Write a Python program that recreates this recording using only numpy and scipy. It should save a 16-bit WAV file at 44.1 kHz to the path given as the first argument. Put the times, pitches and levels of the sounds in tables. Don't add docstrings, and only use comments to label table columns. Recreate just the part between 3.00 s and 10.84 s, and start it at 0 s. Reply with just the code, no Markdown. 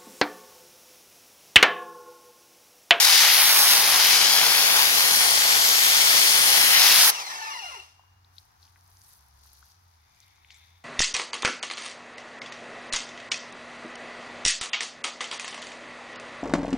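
import sys
import numpy as np
from scipy import signal
from scipy.fft import rfft, irfft
from scipy.io import wavfile
from scipy.ndimage import uniform_filter1d, map_coordinates

SR = 44100
rng = np.random.default_rng(int(sys.argv[2]) if len(sys.argv) > 2 else 0)


def generate_wav(signal):
    frames = np.transpose(np.atleast_2d(signal))
    scaled = np.clip(frames, -1, 1) * 32767
    pcm = np.round(scaled).astype(np.int16)
    wavfile.write(sys.argv[1], SR, pcm)


N = 345744
TIME_S = np.arange(N) / SR
GRAIN_S = np.arange(2048) / SR
SHUT_S = 4.101

# (frequency [Hz], share of power [0-1])
ALIKE_SHARE = [(60, .98), (300, .95), (600, .95), (1500, .82), (4000, .66), (8000, .55), (15000, .42)]


def undb(db):
    return 10 ** (np.asarray(db) / 20)


def level(x, db):
    return x * undb(db) / np.sqrt(np.mean(x ** 2))


def curves(table):
    s, *columns = np.transpose(table)
    return [np.interp(TIME_S, s, c) for c in columns]


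def on_bins(points):
    hz, value = np.transpose(points)
    return np.interp(np.log(np.arange(N // 2 + 1) * SR / N + 1), np.log(hz), value)


def filtered(x, gain):
    return irfft(rfft(x) * gain, N)


def resonance(modes):
    f = np.arange(N // 2 + 1) * SR / N
    return sum(undb(db) / (1 + (2 * (f - hz) / width) ** 2) for hz, width, db in modes)


def walk(rate):
    k = max(int(SR / rate), 1)
    held = np.repeat(rng.standard_normal(N // k + 1), k)
    return 1.7 * uniform_filter1d(uniform_filter1d(held, k), k)[:N]


def late(x, ms):
    return map_coordinates(x, [np.arange(N) - ms * SR / 1000 * np.ones(N)], order=3, mode="nearest")


def place(x, lag_ms, pan_db):
    return np.array([late(x, lag_ms) * undb(pan_db / 2), x * undb(-pan_db / 2)])


def wide_noise(like, lag_ms, grain_db, grain_rate, focus=0.78):
    share = np.clip(on_bins(like), 0, 1)
    direct = focus * level(undb(grain_db * walk(grain_rate)) * rng.standard_normal(N), 0)
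    scattered = level(undb(grain_db * walk(grain_rate)) * rng.standard_normal((2, N)), 0) / focus
    both = filtered(place(direct, lag_ms, 0.), np.sqrt(share)) + filtered(scattered, np.sqrt(1 - share))
    return both / np.sqrt((focus ** 2 + focus ** -2.) / 2)


def partials(hz, orders, waver, jitter):
    phase = 2 * np.pi * np.cumsum(hz * (1 + jitter * walk(160))) / SR
    return sum(np.sqrt(2) * undb(db + waver * walk(140)) * np.sin(k * phase) for k, db in orders)


def add(out, sound, s, db, pan_db):
    i, sound = int(s * SR), sound / np.abs(sound).max()
    out[0, i + 1:i + 1 + len(sound)] += sound * undb(db + pan_db / 2)
    out[1, i:i + len(sound)] += sound * undb(db - pan_db / 2)


def echoed(x, t60, db):
    tail = rng.standard_normal((2, SR)) * 1000. ** (-np.arange(SR) / SR / t60)
    tail = tail * undb(db) / np.sqrt(np.sum(tail ** 2) / 2)
    return signal.fftconvolve(x[None], tail, axes=1)[:, :N]


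def swell(peak, rise, hold, fall, db):
    t = TIME_S - peak
    return undb(db - 20 * np.maximum(np.maximum(-t / max(rise, .005), (t - hold) / max(fall, .005)), 0))


def glide(peak, rise, end, first_hz, top_hz, last_hz):
    return np.interp(TIME_S, [peak - rise, peak, peak + end], [first_hz, top_hz, last_hz])


def nozzle_spray(lag_ms, hiss_db, wall_db):
    # (frequency [Hz], share of power alike [0-1])
    jet_alike = [(60, 0.99), (300, 0.93), (600, 0.97), (1000, .97), (1500, 0.84), (4000, 0.7), (8000, 0.61),
                 (15000, 0.45)]
    # (frequency [Hz], gain)
    nozzle_band = [(3500, 0), (7000, 1)]
    # (frequency [Hz], gain)
    wall_band = [(600, 0), (2500, .8), (5000, 1)]
    # (frequency [Hz], phase lead [rad])
    port_phase = [(200, .1), (600, 0.68), (1200, 1.74), (2500, 2.36), (7000, 3.96)]
    nozzle_lag_ms, nozzle_swing, wall_lag_ms = -.045, 2.05, -.52
    splash = wide_noise(jet_alike, lag_ms, grain_db=1.5, grain_rate=900, focus=0.8)
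    bands = np.array([on_bins(nozzle_band), on_bins(wall_band)])
    hiss, wall = filtered(rng.standard_normal((2, N)), bands)
    mix = splash + place(hiss * undb(hiss_db), nozzle_lag_ms + nozzle_swing * lag_ms, 0.)
    mix = mix + place(wall * undb(wall_db), wall_lag_ms, 0.)
    left, right = mix / np.sqrt(1 + undb(2 * hiss_db) / 2 + undb(2 * wall_db))
    return np.array([filtered(left, np.exp(1j * on_bins(port_phase))), right])


def bounced(spray, lag_ms, bounce_ms, bounce):
    # (frequency [Hz], share returned [0-1])
    bounce_band = [(1200, 0), (3000, .8), (4500, 1), (6000, 1), (7800, 0)]
    # (time [s], delay [ms], gain)
    left_return = [(1.9, 1.0, 0), (2.15, .93, .22), (2.6, .92, .14), (3.3, .92, .15), (3.65, .96, .18),
                   (3.8, 1.0, 0)]
    near_ms, near_gain = .5, .4
    path_ms_per_lag_ms = -.4
    returned = filtered(spray, on_bins(bounce_band))
    copies = []
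    for x, side in zip(returned, (1, -1)):
        first = late(x, bounce_ms + side * path_ms_per_lag_ms * lag_ms)
        copies.append(first + near_gain * late(x, near_ms))
    return_ms, return_gain = curves(left_return)
    extra = np.array([return_gain * late(returned[0], return_ms), np.zeros(N)])
    return spray + bounce * np.array(copies) + extra


def angle_dip(x):
    # (time [s], share at the high place [0-1], depth [0-1])
    dip = [(0, 0.69, 0.47), (.35, .3, .4), (.6, 0.24, .6), (.9, 0.21, 0.33), (1.15, 0.79, .5),
           (1.5, 0.87, 0.5), (1.9, .9, 0.57), (2.2, 0.31, .3), (2.8, 0.93, .4), (3.4, 0.36, 0.22),
           (3.85, .7, 0.47), (4.1, 0.17, .5)]
    # (centre [Hz], width [Hz], level [dB])
    dip_places = [(7400, 1300, 0), (8700, 1500, 0)]
    high, depth = np.clip(curves(dip), 0, 1)
    removed = sum(share * filtered(x, resonance([spot])) for share, spot in zip((1 - high, high), dip_places))
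    return x - depth * removed


def jet():
    # (time [s], splash [dB], slap [dB], fizz [dB], left's lag on right [ms])
    jet_sweep = [(0, -19, -23.5, -28.5, 0.046), (.2, -16, -21, -28.5, 0.12), (.33, -21, -23, -35.5, 0.13),
                 (.52, -19, -24.5, -31, 0.23), (.62, -20, -25, -28.5, 0.22), (.7, -18.5, -24, -28.5, 0.23),
                 (.83, -22.5, -26.5, -32, .15), (1.06, -19, -22.5, -29.5, 0.13),
                 (1.22, -20.5, -25.5, -32, 0.052), (1.55, -20.5, -25.5, -32, 0.052),
                 (1.85, -22.5, -24.5, -30, -0.024), (2.05, -22, -26, -30, -0.027),
                 (2.5, -22, -24.5, -31, -0.072), (3.3, -21, -24, -30, -0.053),
                 (3.68, -21, -23.5, -27.5, -0.025), (3.8, -18.5, -22, -34.5, 0.046),
                 (3.97, -17, -22, -27, 0.16), (4.03, -16.5, -25.5, -27.5, 0.18),
                 (4.1, -21, -23.5, -27, 0.3)]
    # (time [s], bounce delay [ms], bounce gain, boom [dB])
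    bonnet = [(0, .68, -.2, -48), (.35, .82, -.12, -49), (.8, 1.0, -.12, -44), (1.0, 1.14, -.24, -43.5),
              (1.3, 1.12, -.36, -43), (1.75, .98, -.2, -42.5), (1.95, .88, -.1, -42),
              (2.2, .76, -.16, -43.5), (2.5, .74, -.14, -44.5), (2.9, .72, -.1, -44.5),
              (3.35, .72, -.16, -43), (3.7, .84, -.2, -43), (4.1, 1.0, -.16, -48)]
    # (time [s], mist [dB], hiss re splash [dB], return from the left re splash [dB])
    nozzle = [(0, -22.5, -5.5, -13.5), (.3, -21.5, -4, -17), (.52, -17.5, -3.5, -18), (.73, -18, -4.5, -14),
              (.85, -23, -5, -12), (1.1, -22, -5, -8.5), (1.2, -27, -3.5, -4), (1.35, -24, -5.5, -8),
              (1.6, -22.5, -7, -5), (2.0, -23.5, -4, -8.5), (2.4, -25, 0, -8.5), (2.75, -23.5, 0.5, -7.5),
              (3.35, -23, -2, -7.5), (3.6, -23, -5, -8), (3.8, -22, -3.5, -5), (4.0, -18, -4, -13.5),
              (4.1, -18, -4, -16.5)]
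    # (frequency [Hz], density [dB per Hz])
    jet_colour = [(24, -64.5), (40, -34.5), (171, -21.5), (344, -18.5), (463, -13.5), (520, -12.5),
                  (627, -10.5), (820, -2.5), (1000, -4), (1330, -3.5), (2120, 2), (2740, 0), (3900, 4),
                  (4640, 4.5), (5500, 3.5), (6580, -0.5), (7200, -5), (7840, -7), (9200, -6), (11500, -7),
                  (12400, -11.5), (13000, -14), (14700, -14.5), (15800, -17.5)]
    jet_edges_hz = [500, 1300, 3000, 6800, 9300]
    shut_t60_s, echo_t60_s, echo_db = .035, 0.59, -24
    splash_db, slap_db, fizz_db, lag_ms = curves(jet_sweep)
    bounce_ms, bounce, boom_db = curves(bonnet)
    mist_db, hiss_db, wall_db = curves(nozzle)
    drum_db = -31 + 5.5 * lag_ms
    pan_db = 3 - 14.5 * np.maximum(lag_ms - 0.086, 0)
    spray = bounced(nozzle_spray(lag_ms, hiss_db, wall_db), lag_ms, bounce_ms, bounce)
    lows = [0] + [on_bins([(hz / 1.195, 1), (hz * 1.553, 0)]) for hz in jet_edges_hz] + [1]
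    band_dbs = (boom_db, drum_db, slap_db, splash_db, fizz_db, mist_db)
    shades = (.35, 1.2, 1.4, 1.4, 0.7, 1.1)
    surge, out = walk(8.6), 0
    for low, high, db, shade in zip(lows, lows[1:], band_dbs, shades):
        part = level(filtered(spray, undb(on_bins(jet_colour)) * (high - low)), 0)
        flutter_db = 0.19 * surge + 0.61 * walk(25.03)
        out = out + part * undb(db + flutter_db + shade * np.array([pan_db, -pan_db]) / 2)
    out = angle_dip(out) * undb(-60 * np.maximum(TIME_S - SHUT_S, 0) / shut_t60_s)
    return out + echoed(out.mean(axis=0), echo_t60_s, echo_db)


def pump():
    throb = level(filtered(rng.standard_normal(N), resonance([(176, 10, 0)])), -62)
    return throb * np.interp(TIME_S, [SHUT_S, 4.2], [1, 0])


def whine(hz, drive_db):
    # (multiple, level [dB])
    whine_orders = [(1, 1.5), (2, 1), (3, -2), (4, -2), (5, -6), (6, -10), (7, -12), (8, -13), (10, -14)]
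    # (frequency [Hz], gain [dB])
    casing = [(300, -22), (400, -5), (470, -19), (580, -15), (700, -4), (850, -1), (1150, 2), (1400, -4),
              (1650, -13), (1900, -4), (2050, 0), (2250, -7), (2500, -1), (2800, -1), (2950, -14),
              (3350, -8), (3700, -12), (4050, -1), (4500, -7), (5200, 0), (5900, -2), (6700, -9),
              (7300, -20), (8200, -11), (9000, -20), (9800, -14), (12000, -30)]
    tones = partials(hz, whine_orders, waver=3.0, jitter=.016) * undb(drive_db)
    return filtered(tones, undb(on_bins(casing)))


def fan_rush(hz, lag_ms):
    # (frequency [Hz], density [dB per Hz])
    rush_colour = [(35, -47.5), (60, -30), (140, -34), (261, -29), (400, -21), (620, -18.5), (760, -7),
                   (950, -8.5), (1200, -9), (1530, -15.5), (2030, -13), (2810, -15), (3240, -14.5),
                   (4900, -15), (5600, -11.5), (6400, -15.5), (7400, -28), (8200, -23), (8900, -27),
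                   (9800, -24.5), (11000, -26.5), (12500, -29), (15800, -35.5)]
    rush_db_at_1khz, db_per_octave, loaded_db = -42.5, 6, -4.5
    fan_stops_s, fade_db_per_s = 4.836, 101
    rush = wide_noise(ALIKE_SHARE, lag_ms, grain_db=1.0, grain_rate=150)
    rush = filtered(rush, undb(on_bins(rush_colour)))
    rush_db = rush_db_at_1khz + db_per_octave * np.log2(np.maximum(hz, 350) / 1000)
    rush_db = rush_db - fade_db_per_s * np.maximum(TIME_S - fan_stops_s, 0)
    rush_db = rush_db + np.interp(TIME_S, [SHUT_S - .05, SHUT_S], [loaded_db, 0])
    return level(rush, 0) * undb(rush_db + 0.85 * walk(30))


def squeals():
    # (peak [s], rise [s], hold [s], fall [s], level [dB], first [Hz], top [Hz], last [Hz])
    squeal_swells = [(4.34, .14, .17, .08, -45, 790, 890, 903),
                     (4.52, .03, .24, .11, -46, 1390, 1420, 1388)]
    # (multiple, level [dB])
    low_orders = [(1, -2), (2, 1), (2.5, -11), (3, -8)]
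    # (multiple, level [dB])
    high_orders = [(1, -9), (2, 0), (3, -12), (4, -10), (6, -22), (7, -20)]
    voices = []
    for (s, rise, hold, fall, db, *ends), orders in zip(squeal_swells, (low_orders, high_orders)):
        tone = partials(glide(s, rise, hold + fall, *ends), orders, waver=3.5, jitter=.011)
        voices.append(tone * swell(s, rise, hold, fall, db))
    return voices


def motor():
    # (time [s], whine pitch [Hz], drive before the casing [dB])
    run_down = [(4.05, 3600, -46), (4.14, 3000, -43), (4.19, 2650, -42), (4.26, 2065, -43),
                (4.33, 1750, -44), (4.42, 1420, -44), (4.51, 1150, -44), (4.62, 830, -46), (4.7, 600, -48),
                (4.77, 420, -50), (4.81, 340, -66), (4.9, 199, -100)]
    # (frequency [Hz], phase lead [rad], left minus right [dB])
    motor_shade = np.array([(200, .1, -1), (400, .4, -1), (900, .9, 2.5), (1400, .55, 4), (1800, .8, 5),
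                            (2100, -.1, 6), (2700, -.7, 3.5), (3500, -.3, 1), (5300, .6, 0)])
    lag_ms = .41
    hz, drive_db = curves(run_down)
    whining = whine(hz, drive_db)
    low, high = squeals()
    tones = whining + low + high
    echo = echoed(tones, t60=0.2, db=-5)
    ring = echoed(filtered(high, resonance([(2820, 300, 0)])), t60=1.4, db=-16)
    left, right = place(tones, lag_ms, 0.) + fan_rush(hz, lag_ms)
    ahead_rad, pan_db = on_bins(motor_shade[:, [0, 1]]), on_bins(motor_shade[:, [0, 2]])
    left = filtered(left, np.exp(1j * ahead_rad) * undb(pan_db / 2))
    return np.array([left, filtered(right, undb(-pan_db / 2))]) + echo + ring


def traffic():
    # (frequency [Hz], density [dB per Hz])
    yard_colour = [(15, -41), (25, -14.5), (82, -3), (102, -5.5), (141, -12.5), (228, -23.5), (587, -26),
                   (769, -12), (905, -11), (2810, -29.5), (4100, -28.5), (5670, -27.5), (8270, -41.5),
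                   (11100, -35.5), (15800, -37)]
    # (frequency [Hz], share of power alike [0-1])
    yard_alike = [(25, .995), (250, .93), (600, .8), (1200, .65), (2200, .3), (4000, .35), (8000, .05)]
    # (time [s], gain [dB])
    wash_gain = [(4.3, -8.5), (5.0, -1.5), (6.2, 0.5), (6.9, -2.5)]
    wash_db, lag_ms, pan_db = -62.5, -0.5, 2.5
    wash = wide_noise(yard_alike, lag_ms, grain_db=.5, grain_rate=20)
    wash = filtered(wash, undb(on_bins(yard_colour)))
    pan = undb(np.array([[pan_db], [-pan_db]]) / 2)
    return pan * level(wash, wash_db) * undb(curves(wash_gain)[0])


def engine():
    # (peak [s], hold [s], level [dB], first pitch [Hz], last pitch [Hz])
    engine_swells = [(4.68, .33, -67, 72, 91), (5.1, .3, -62.5, 91.5, 89), (5.6, .42, -63.5, 86.5, 93),
                     (6.2, .46, -62.5, 69.8, 68.8), (6.78, .26, -63.5, 93, 76), (7.22, .14, -69, 93, 90),
                     (7.44, .2, -67, 75, 81), (7.7, .1, -61.5, 84, 88)]
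    pitch = []
    for s, hold, db, first_hz, last_hz in engine_swells:
        pitch += [(s, first_hz), (s + hold, last_hz)]
    hz, = curves(pitch)
    gain = sum(swell(s, .08, hold, .08, db) for s, hold, db, *_ in engine_swells)
    return partials(hz, [(1, 0), (3, -28)], waver=.7, jitter=.004) * gain


def rustle():
    # (peak [s], rise [s], hold [s], fall [s], level [dB], treble re level [dB])
    movements = [(4.904, .1, 0.01, .4, -83, -18), (5.369, 0.069, .02, 0.26, -68.5, 1.5),
                 (5.618, 0.052, 0.023, 0.36, -67.5, -5), (5.858, 0.16, .04, 0.17, -75.5, 3),
                 (6.055, 0.26, 0.072, 0.2, -64.5, 6), (6.46, 0.17, 0.25, 0.12, -65, -1),
                 (6.937, 0.12, .02, 0.14, -74.5, 0), (7.199, 0.33, .03, 0.55, -67, -2.5),
                 (7.54, .15, .02, 0.44, -66, -3)]
    floor_db = -85
    snaps_per_s, snap_db, snap_spread_db = 90, 11, 2.5
    apart = [(1000, .2), (15000, .1)]
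    dull = wide_noise(apart, 0.082, grain_db=2.5, grain_rate=830)
    dull = filtered(dull, resonance([(4700, 2400, 0.88), (6130, 1000, -2.0)]))
    chance = rng.random((2, N))
    snaps = (chance[0] < snaps_per_s / SR) * undb(snap_db - snap_spread_db * np.log(1 - chance[1]))
    bright = wide_noise(apart, .05, grain_db=3.0, grain_rate=400) + snaps
    bright = filtered(bright, resonance([(10500, 3900, 1.0), (13500, 3300, -5)]))
    moves = undb(floor_db) + sum(swell(*row[:5]) for row in movements)
    sheen = sum(swell(*row[:5]) * undb(row[5]) for row in movements)
    dull = level(dull, 0) * moves * undb(np.array([[2.2], [-2.2]]))
    return undb(0.99 * walk(10.0)) * (dull + level(bright, 0) * sheen)


def rasp():
    # (peak [s], rise [s], hold [s], fall [s], low band [dB], high band [dB])
    rasp_swells = [(7.17, 0.5, 0.32, 0.24, -70.5, -74), (7.503, 0.025, 0.038, 0.49, -66, -66),
                   (7.598, 0.12, 0.077, 0.42, -81, -74)]
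    # (centre [Hz], width [Hz])
    rasp_bands = [(2200, 640), (3600, 530)]
    scrape, out = wide_noise(ALIKE_SHARE, 0.059, grain_db=1.5, grain_rate=310), 0
    for k, (hz, width) in enumerate(rasp_bands):
        gain = sum(swell(*row[:4], row[4 + k]) for row in rasp_swells)
        band = level(filtered(scrape, resonance([(hz, width, 0)])), 0)
        out = out + band * gain * undb(np.array([[2.4], [-2.4]]))
    return out


def drips():
    # (time [s], peak [dB], nominal pitch [Hz], left minus right [dB])
    drops = [(4.994, -48, 882, 1.5), (5.036, -56, 910, 2.5), (5.246, -51, 3920, 6), (5.382, -35.5, 4100, 8),
             (5.393, -52, 4520, -2), (5.628, -44, 4380, 6), (6.627, -46.5, 1347, 6)]
    out, t, t60_s = np.zeros((2, N + 8192)), GRAIN_S, 0.014
    for (s, db, hz, pan_db), grit in zip(drops, rng.standard_normal((len(drops), 2048))):
        bubble = np.sin(2 * np.pi * hz * (.9 * t + .5 * t ** 2 / t60_s))
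        bubble = bubble * (1 + 1.1 * uniform_filter1d(grit, size=4))
        envelope = (1 - np.exp(-t / 0.00045)) * 1000. ** (-t / t60_s)
        band = signal.butter(2, [hz / 1.45, hz * 1.6], "band", fs=SR)
        add(out, signal.lfilter(*band, bubble * envelope), s, db, pan_db)
    return out[:, :N]


def scuffs():
    # (time [s], length [s], peak [dB], band centre [Hz], left minus right [dB])
    scuff_runs = [(5.366, .008, -53, 3500, 5), (5.632, .036, -50, 4500, 4), (5.761, .015, -55, 1500, 4),
                  (7.222, .03, -51, 4100, 5.5), (7.506, .032, -47, 4800, 3), (7.544, .028, -49, 6300, 3)]
    out = np.zeros((2, N + 8192))
    draws = rng.standard_normal((len(scuff_runs), 2, 2048))
    for (s, length, db, hz, pan_db), (grit, size) in zip(scuff_runs, draws):
        band = signal.butter(2, [hz / 1.25, hz * 1.3], "band", fs=SR)
        grains = grit * undb(5 * np.repeat(size[:32], 64))
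        grains = grains * np.maximum(1 - (GRAIN_S / length) ** 2, 0)
        add(out, signal.lfilter(*band, grains), s, db, pan_db)
    return out[:, :N]


def ticks():
    # (time [s], peak [dB], band centre [Hz], left minus right [dB])
    knocks = [(5.6514, -49, 4670, 2), (5.6775, -51, 3000, 3), (5.7583, -49, 1730, 4.5),
              (5.8092, -47, 5310, 1.5), (5.862, -51, 5300, 2), (5.8775, -45, 9800, -1.5),
              (5.9698, -41, 5500, 1.5), (6.0162, -39, 5790, 3), (6.0367, -41, 11200, .5),
              (6.0454, -44, 6120, 1.5), (6.083, -44, 11000, 1), (6.0964, -45, 11800, 0),
              (6.1124, -48, 6680, 2), (6.1244, -47, 6850, 2.5), (6.1384, -44, 9730, 1.5),
              (6.3919, -50, 6710, 3.5), (6.4413, -48, 7500, 2), (6.4555, -54, 1100, 2),
              (6.4632, -43, 11300, 3), (6.5321, -35, 11300, 1.5), (6.5859, -45, 11900, 3),
              (6.6445, -50, 5500, 3), (6.6575, -46, 12500, 2.5), (6.684, -48, 10500, 2),
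              (6.7181, -46, 4950, 4.5), (7.1462, -50, 6000, 3.5), (7.2025, -40, 5590, 4),
              (7.2434, -50, 4300, 4.5), (7.2814, -52, 3420, 3.5), (7.3592, -52, 6300, 4),
              (7.4465, -43, 2400, 4.5), (7.486, -52, 3000, 4), (7.5043, -35, 2500, 4),
              (7.5174, -46, 3550, 2), (7.5434, -46, 6300, 3), (7.5714, -48, 6000, 3)]
    out, t, t60_s = np.zeros((2, N + 8192)), GRAIN_S, 0.008
    for (s, db, hz, pan_db), grit in zip(knocks, rng.standard_normal((len(knocks), 2048))):
        band = signal.butter(2, [hz / 1.22, min(hz * 1.3, 14500)], "band", fs=SR)
        tail = .6 * grit * 1000. ** (-t / t60_s) * np.minimum(t / .001, 1)
        knock = 6.0 * (np.arange(2048) == 44) + tail
        add(out, signal.lfilter(*band, knock), s, db, pan_db)
    return out[:, :N]


def scene():
    machine = jet() + pump() + motor()
    return machine + traffic() + engine() + rustle() + drips() + scuffs() + ticks() + rasp()


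def record(dry):
    rounded = 1.4 * np.tanh(dry / 1.4)
    top_hz = 15800
    return signal.sosfilt(signal.ellip(12, .2, 80, top_hz, fs=SR, output="sos"), rounded)


dry = scene()
out = record(dry)
generate_wav(out)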